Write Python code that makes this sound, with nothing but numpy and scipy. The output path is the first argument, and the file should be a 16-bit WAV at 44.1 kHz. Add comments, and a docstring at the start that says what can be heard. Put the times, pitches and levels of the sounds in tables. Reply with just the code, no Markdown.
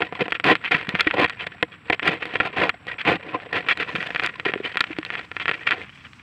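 """Outdoors at night, crabs scrabble in a plastic bucket held close to a small microphone.
Claws and shells tap the wall, bodies bump it, and legs scrape along it in runs of tiny slips.
Short clicks stand for all these touches and set the bucket's modes (its own pitches) ringing.
Shaped noise gives a low rumble, a soft hiss, a later brush rustle and thin bands of night insects."""
import sys
import numpy as np
from scipy import signal
from scipy.fft import rfft, irfft, next_fast_len
from scipy.io import wavfile
from scipy.ndimage import uniform_filter1d, minimum_filter1d

SR = 44100
rng = np.random.default_rng(int(sys.argv[2]) if len(sys.argv) > 2 else 0)


def unload_audio(sound):
    """Save the sound as a 16-bit wav file, at the path given as the first command line argument."""
    columns = np.transpose(np.atleast_2d(sound))
    # keep every value between -1 and 1, then stretch to whole-number steps
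    steps = np.round(np.clip(columns, -1, 1) * 32767)
    wavfile.write(sys.argv[1], SR, steps.astype(np.int16))


N = 274434

# stiff shell and rim modes of the bucket: f/Hz, width/Hz, level/dB
SHELL_MODES = [(1185, 88, -12), (1391, 93, -1.5), (1553, 176, 1), (1762, 88, -0.5), (1905, 91, 4),
               (2100, 69, -4.5), (2354, 280, 8.5), (2566, 460, 11.5), (3040, 155, 1), (3275, 48, -7),
               (4210, 720, -31), (4540, 770, -7.5)]
# slow bending modes of the bucket wall: f/Hz, width/Hz, level/dB
WALL_MODES = [(119, 56, -19), (180.8, 55, -6), (315.2, 43.3, -3), (402, 69, -2.5), (476.6, 57, 1),
              (559, 158, -1), (725.5, 83, 3.5), (1014, 91, 1)]
# faint scrabble of the whole heap: t/s, level/dB, wall boom re scrabble/dB
HEAP_STIR = [(0, -47, -4.5), (1.3, -43.5, -7), (1.75, -54.5, -3.5), (2.299, -43, -6), (2.801, -58, -0.5),
             (3.299, -47, 3.5), (4.0, -41, -4.5), (4.8, -42.5, -9.5), (5.75, -52, -9), (5.92, -52.5, -55),
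             (6.11, -61.5, -34), (6.22, -52.5, -30)]


def amp(db):
    """Turn dB into a gain."""
    return 10 ** (np.asarray(db) / 20)


def rms_one(x):
    """Scale to rms 1."""
    return x / np.sqrt(np.mean(x ** 2) + 1e-20)


def drift(rate_hz):
    """Slow chance: noise smoothed twice by a one-pole low-pass, spread 1."""
    r = np.exp(-2 * np.pi * rate_hz / SR)
    noise = rng.standard_normal(N + SR)
    settled = signal.lfilter([1], [1, -2 * r, r * r], noise)[SR:]     # skip the filter's first second
    return rms_one(settled)


def coloured(x, spectrum):
    """Shape by a smooth spectrum (f/Hz, level/dB), with the phase that lets nothing sound early."""
    size = 2 * next_fast_len(N // 2 + 1)
    hz, db = np.transpose(spectrum)
    bins_hz = np.fft.rfftfreq(size, 1 / SR)
    gain = amp(np.interp(np.log(bins_hz + 1), np.log(hz), db))
    # folding the cepstrum (spectrum of the log gain) forward in time gives that phase
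    cepstrum = irfft(np.log(gain), size)
    cepstrum[1:size // 2] *= 2
    response = np.exp(rfft(cepstrum[:size // 2 + 1], size))
    return irfft(rfft(x, size) * response, size)[:N]


def ring(x, hz, width_hz):
    """One mode: a unit click starts a dying wave of height 1; a wider mode dies sooner."""
    r, w = np.exp(-np.pi * width_hz / SR), 2 * np.pi * hz / SR
    return signal.lfilter([1, -r * np.cos(w)], [1, -2 * r * np.cos(w), r * r], x + 1e-18)


def soften(x):
    """Plastic swallows the top of the ringing: a low-pass at 2608 Hz."""
    return signal.sosfilt(signal.butter(4, 2608, fs=SR, output="sos"), x)


def taps():
    """Claws and shells hit the wall: each tap gives a shell click, a wall boom and a bright tick."""
    # blows before softening: t/s, level/dB, wall boom re level/dB, tick re level/dB
    tap_table = [(0.0203, -5, -7, -40), (0.1252, -29.5, 9.5, -42), (0.2815, -21.5, 1, -28),
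                 (0.322, -4.5, -17.5, -24), (0.399, -15, -16, -22), (0.4425, -3, -23, -19.5),
                 (0.5538, -10, -26, -21.5), (0.646, -16, -46, -51), (0.718, -0.5, -33, -21),
                 (0.7453, -1.5, -22, -33), (0.871, -25, -51, -19), (0.8915, -15, -10, -10.5),
                 (0.952, -8.5, -11.5, -32), (0.9962, -3, -32, -31), (1.0068, 0, -34, -8),
                 (1.0716, 2.5, -18, -26), (1.2439, 0, -7.5, -22.5), (1.2971, -18.5, -38, -13.5),
                 (1.6269, -2, -5.5, -16.5), (1.8997, -1.5, -3, -20.5), (2.0299, -16, -9, -24),
                 (2.0763, 4, -15.5, -16.5), (2.255, -21.5, -5.5, -13.5), (2.3564, -8, -9, -40),
                 (2.4015, 3.5, -13, -46), (2.6935, -1.5, -28, -19.5), (2.869, -31.5, 2.5, -10),
                 (3.6863, -1.5, -54, -19.5), (3.665, -27, -35, -30), (3.7738, -19.5, -18, -15),
                 (3.953, -15, -12, -23), (4.028, -16, -39, -26), (4.106, -20, -5, -25),
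                 (4.148, -15.5, -9, -20), (4.1607, -11, -25, -29), (4.197, -10, -19, -24),
                 (4.236, -18, -10, -11), (4.2451, -15, -30, -29), (4.2621, -15, -16, -6.5),
                 (4.3982, -16.5, -14, -18.5), (4.5195, -25, -5, -26), (4.5376, -12, -6, -35),
                 (4.757, -20.5, -3, -43), (4.7713, -3.5, -46, -20), (4.793, -22, -39, -22),
                 (4.806, 2, -23, -10), (4.8407, -13.5, -40, -21), (4.9866, -19, -4, -17),
                 (5.05, -23, -18, -9), (5.1033, -15, -20, -44), (5.1534, -15.5, -43, -41),
                 (5.3158, -21, -11, -29), (5.3666, -15.5, -17, -32), (5.457, -12, -21, -52),
                 (5.4807, -4.5, -33, -26), (5.4933, -8, -12, -26), (5.5135, -10, -13, -28),
                 (5.673, -5, -32, -26), (5.7089, -3.5, -30, -22), (5.7187, -1, -45, -37),
                 (6.133, -35, -30, -14)]
    s, db, boom_db, tick_db = np.transpose(tap_table)
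    clicks = np.zeros(N)
    clicks[(s * SR).astype(int)] = amp(db + tick_db)
    return strike(SHELL_MODES, s, db) + strike(WALL_MODES, s, db + boom_db) + tick(clicks)


def strike(modes, at, blow_db):
    """A blow and two quick, weaker bounces ring the modes; the first touch drives all the same way."""
    bounce_s, bounce_db = 0.00249, -7     # scale of the gap before a bounce; loss at each bounce
    out = np.zeros(N)
    gaps = bounce_s * rng.uniform(0.43, 1.629, (len(at), 3)) * [0, 1, 1]
    lags = np.cumsum(gaps, axis=1)
    where = ((at[:, None] + lags) * SR).astype(int)
    for hz, width_hz, mode_db in modes:
        clicks = np.zeros(N)
        touch_db = blow_db[:, None] + mode_db + bounce_db * np.arange(3)
        size = amp(touch_db) / np.sqrt(len(modes))     # the modes share the blow
        # powers 0, 1, 2: only the middle touch has a chance sign
        sign = rng.choice([-1, 1], where.shape) ** np.arange(3)
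        np.add.at(clicks, where, size * sign)
        out += ring(clicks, hz, width_hz)
    return soften(out)


def tick(clicks):
    """Hard contact above the modes: each click gives a spit of bright noise that dies in a few ms."""
    # colour of the spit: f/Hz, level/dB
    tick_spectrum = [(2000, -5.5), (3500, 21), (4570, 13), (5640, -5), (8360, -5.5), (10800, -17),
                     (15500, -22)]
    t60_s = 0.0096     # time to fade by 60 dB
    fade = signal.lfilter([1], [1, -amp(-60 / (t60_s * SR))], np.abs(clicks))
    return coloured(fade * rng.standard_normal(N), tick_spectrum)


def bumps():
    """A body's long soft contact drives only the wall modes near the pitch its place favours."""
    # bumps before the low-pass: t/s, level/dB, favoured pitch f/Hz
    bump_table = [(0.214, -4.5, 185.4), (0.744, 5, 205), (0.883, -7, 186.5), (0.94, -3, 172.4),
                  (1.068, 2, 301), (2.087, -8.5, 185), (3.945, 15.5, 143.6), (3.983, -8.5, 170),
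                  (4.462, 1.5, 381), (4.493, -9, 398), (4.559, -3.5, 385), (4.602, -10.5, 404),
                  (4.904, -16.5, 316), (4.986, -11, 312)]
    s, db, place_hz = np.transpose(bump_table)
    out = np.zeros(N)
    for hz, width_hz, mode_db in WALL_MODES:
        octaves_off = np.abs(np.log2(hz / place_hz))
        clicks = np.zeros(N)
        clicks[(s * SR).astype(int)] = amp(db + mode_db - 92 * octaves_off)
        out += ring(clicks, hz, width_hz)
    return signal.sosfilt(signal.butter(2, 396, fs=SR, output="sos"), out)     # low-pass, Hz


def scraping():
    """Leg tips stick and slip: clumped clicks of uneven size under the pressure of drags and heap."""
    # legs dragging on the plastic: start t/s, length/s, crest level/dB, place of crest (0-1),
    # wall boom re scrape/dB
    drag_table = [(0.004, 0.039, -21.5, 0.67, 5), (0.19, 0.033, -18.5, 0.6, 4),
                  (0.254, 0.011, -22.5, 0, -0.5), (0.345, 0.015, -23, 0.5, -27),
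                  (0.439, 0.1, -10.5, 0.77, 0), (0.643, 0.055, -26.5, 0.4, -28),
                  (0.709, 0.1, -17.5, 0.04, -7), (0.819, 0.012, -40, 0.9, -17), (0.882, 0.069, -35, 0.6, 0),
                  (0.945, 0.22, -29.5, 0, -12.5), (1.129, 0.066, -32, 0.3, 10), (1.162, 0.1, -18, 0.63, 3),
                  (1.39, 0.047, -28.5, .8, -10), (1.465, 0.0093, -26, 0.5, -7), (1.719, 0.022, -33, 1, -19),
                  (1.924, 0.024, -17, .05, -7), (2.021, 0.16, -20.5, 0.32, -2),
                  (2.213, 0.21, -38.5, 0.7, -1), (2.402, 0.11, -25, 0.12, 1),
                  (2.529, 0.071, -31, 0.2, -0.5), (2.568, 0.12, -19, 0.47, 3.5),
                  (2.865, 0.052, -29, 1, -9.5), (2.982, 0.051, -27, 0.1, -34),
                  (3.051, 0.12, -15.5, 0.23, 1), (3.322, 0.049, -35.5, 0.63, 10.5),
                  (3.526, 0.061, -15.5, 0.67, -6.5), (3.623, 0.019, -36.5, 0.1, -30),
                  (3.692, 0.032, -11, 0.8, -29), (3.799, 0.056, -19.5, 0.2, -11.5),
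                  (3.951, 0.26, -33, 0, -10), (4.218, 0.048, -21, 0.6, -3.5),
                  (4.451, 0.016, -12.5, 0.3, -8.5), (4.476, 0.024, -21, 0.4, -9.5),
                  (4.634, 0.099, -30.5, 0.6, -16), (4.908, 0.0077, -25.5, 0, -1),
                  (5.086, 0.17, -35, 0.6, -7.5), (5.398, 0.038, -20, 0, -21), (5.473, 0.19, -31, 0, -7),
                  (5.668, 0.028, -18.5, 0.1, -35), (5.695, 0.17, -31.5, 0.26, -2),
                  (6.056, 0.0057, -34.5, 0.29, -36)]
    heap_s, heap_levels, heap_booms = np.transpose(HEAP_STIR)
    time = np.arange(N) / SR
    heap_db, heap_boom_db = np.interp(time, heap_s, heap_levels), np.interp(time, heap_s, heap_booms)
    pressure = amp(heap_db + 5.8 * drift(16.3))     # the heap stirs in fits
    boom = pressure * amp(heap_boom_db)
    for s, length, crest_db, crest, boom_db in drag_table:
        a, b = round(s * SR), round((s + length) * SR)
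        shape = stroke(b - a, crest)
        pressure[a:b] += amp(crest_db) * shape
        boom[a:b] += amp(crest_db + boom_db) * shape

    # a drag bites at once and lets go a little later
    edge_s = 0.0046
    ease = np.exp(-1 / (edge_s * SR))
    eased = signal.lfilter([1 - ease], [1, -ease], [pressure, boom])
    pressure, boom = np.maximum([pressure, boom], eased)
    dryness = pressure / boom     # shell on shell: little boom, more bite
    lightness = 1 / (1 + pressure / amp(-21.0))     # a light touch stutters, a hard drag rasps evenly

    slips_per_s, size_spread_db, clump_db = 2500, 2.5, 4.5
    uneven_db = size_spread_db * (0.6854 + 0.33 * lightness) * np.minimum(rng.exponential(1, N), 4)
    sizes = amp(uneven_db + lightness * clump_db * drift(61))
    slips = sizes * (rng.random(N) < slips_per_s / SR) * rng.choice([-1, 1], N)
    # the drag spends its force at an even pace, levelled over 0.09 s
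    slips /= np.sqrt(uniform_filter1d(slips ** 2, round(.09 * SR)))

    shell = rub(SHELL_MODES, slips, pressure, dryness, lightness)
    # dryness 1.12: legs drive the lowest wall modes slightly less than the higher ones
    wall = rub(WALL_MODES, slips, boom * amp(0.5), 1.12, lightness)     # boom raised 0.5 dB
    spit = tick(slips ** 2 * pressure * amp(-63.5))     # squaring favours the big slips
    return shell + wall + spit


def stroke(count, crest):
    """Pressure of one drag: bites, swells to its crest, then dies away; top 1."""
    bite = 0.32     # share of the crest at first contact
    u = (np.arange(count) + .5) / count
    crest = np.clip(crest, .01, .99)
    swell = bite + (1 - bite) * (u / crest) ** 0.99
    fade = (1 - u) / (1 - crest)
    return np.where(u < crest, swell, fade)


def rub(modes, slips, pressure, dryness, lightness):
    """The contact point wanders, most under a light touch, so each mode swells on its own."""
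    even, pressed = 0, 0
    for hz, width_hz, db in modes:
        wander_db = lightness * 5.88 * drift(75) + 2.16 * drift(21.0)
        drive = slips * amp(db + wander_db)
        tilt = dryness ** (0.5 * np.log2(hz / 2100))     # a dry contact leans on the high modes
        even = even + ring(drive, hz, width_hz)
        pressed = pressed + ring(drive * pressure * tilt, hz, width_hz)
    # dividing by the same rub at pressure 1 lets the pressure set the level
    return soften(pressed) / np.std(soften(even))


def stray_taps():
    """Leg tips click on shells at random, stronger where the heap stirs more."""
    taps_per_s, above_heap_db, spread_db = 12, 14.5, 6.8
    s = rng.uniform(0, N / SR - .02, round(taps_per_s * N / SR))
    heap_s, heap_levels, _ = np.transpose(HEAP_STIR)
    heap_db = np.interp(s, heap_s, heap_levels)
    return strike(SHELL_MODES, s, heap_db + above_heap_db + rng.normal(0, spread_db, len(s)))


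def rustle():
    """The bucket is carried through brush: patchy bright noise that comes in swishes."""
    # course of the rustle, around which it drifts: t/s, level/dB
    rustle_levels = [(3.5, -93), (3.95, -58), (4.4, -71.5), (6.22, -65)]
    bright = signal.butter(2, [2600, 5900], "band", fs=SR, output="sos")     # band edges, Hz
    band = rms_one(signal.sosfilt(bright, rng.standard_normal(N)))
    course_db = np.interp(np.arange(N) / SR, *np.transpose(rustle_levels))
    return amp(course_db + 2.7 * drift(16)) * band


def night():
    """Rumble and hiss from shaped noise, with insects as noise rung twice through a narrow band."""
    # colour of rumble and hiss, relative only: f/Hz, level per Hz/dB
    night_spectrum = [(15, -39), (25, -4), (97, -4.5), (250, -10.5), (550, -32.5), (1100, -18.5),
                      (2610, -22), (4800, -44), (6600, -69.5), (16000, -59)]
    # insects: f/Hz, width of each ringing/Hz, level before its drift/dB
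    insect_bands = [(5560, 250, -81.5), (7800, 740, -76), (10200, 400, -90)]
    out = amp(-48) * rms_one(coloured(rng.standard_normal(N), night_spectrum))
    for hz, width_hz, db in insect_bands:
        once = ring(rng.standard_normal(N), hz, width_hz)
        band = ring(once, hz, width_hz)
        out += amp(db + 2 * drift(30)) * rms_one(band)
    return out


def scene():
    """All sources added into one channel."""
    mix = taps() + bumps() + scraping() + stray_taps() + rustle() + night()
    return mix[None]


def record(dry):
    """The small microphone loses the bass; a limiter holds the peaks, then the top is cut."""
    bass_cut_hz, top_cut_hz = 78.6, 16000
    ceiling, span_s = 0.68, 0.0016     # limiter's peak before the top cut; time its gain spans
    thin = signal.sosfilt(signal.butter(4, bass_cut_hz, "high", fs=SR, output="sos"), dry)
    span = round(span_s * SR)
    allowed = np.minimum(1, ceiling / (np.abs(thin) + 1e-9))     # gain that each sample allows
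    gain = uniform_filter1d(minimum_filter1d(allowed, span), span)
    return signal.sosfilt(signal.ellip(10, 1, 60, top_cut_hz, fs=SR, output="sos"), thin * gain)


dry = scene()
out = record(dry)
unload_audio(out)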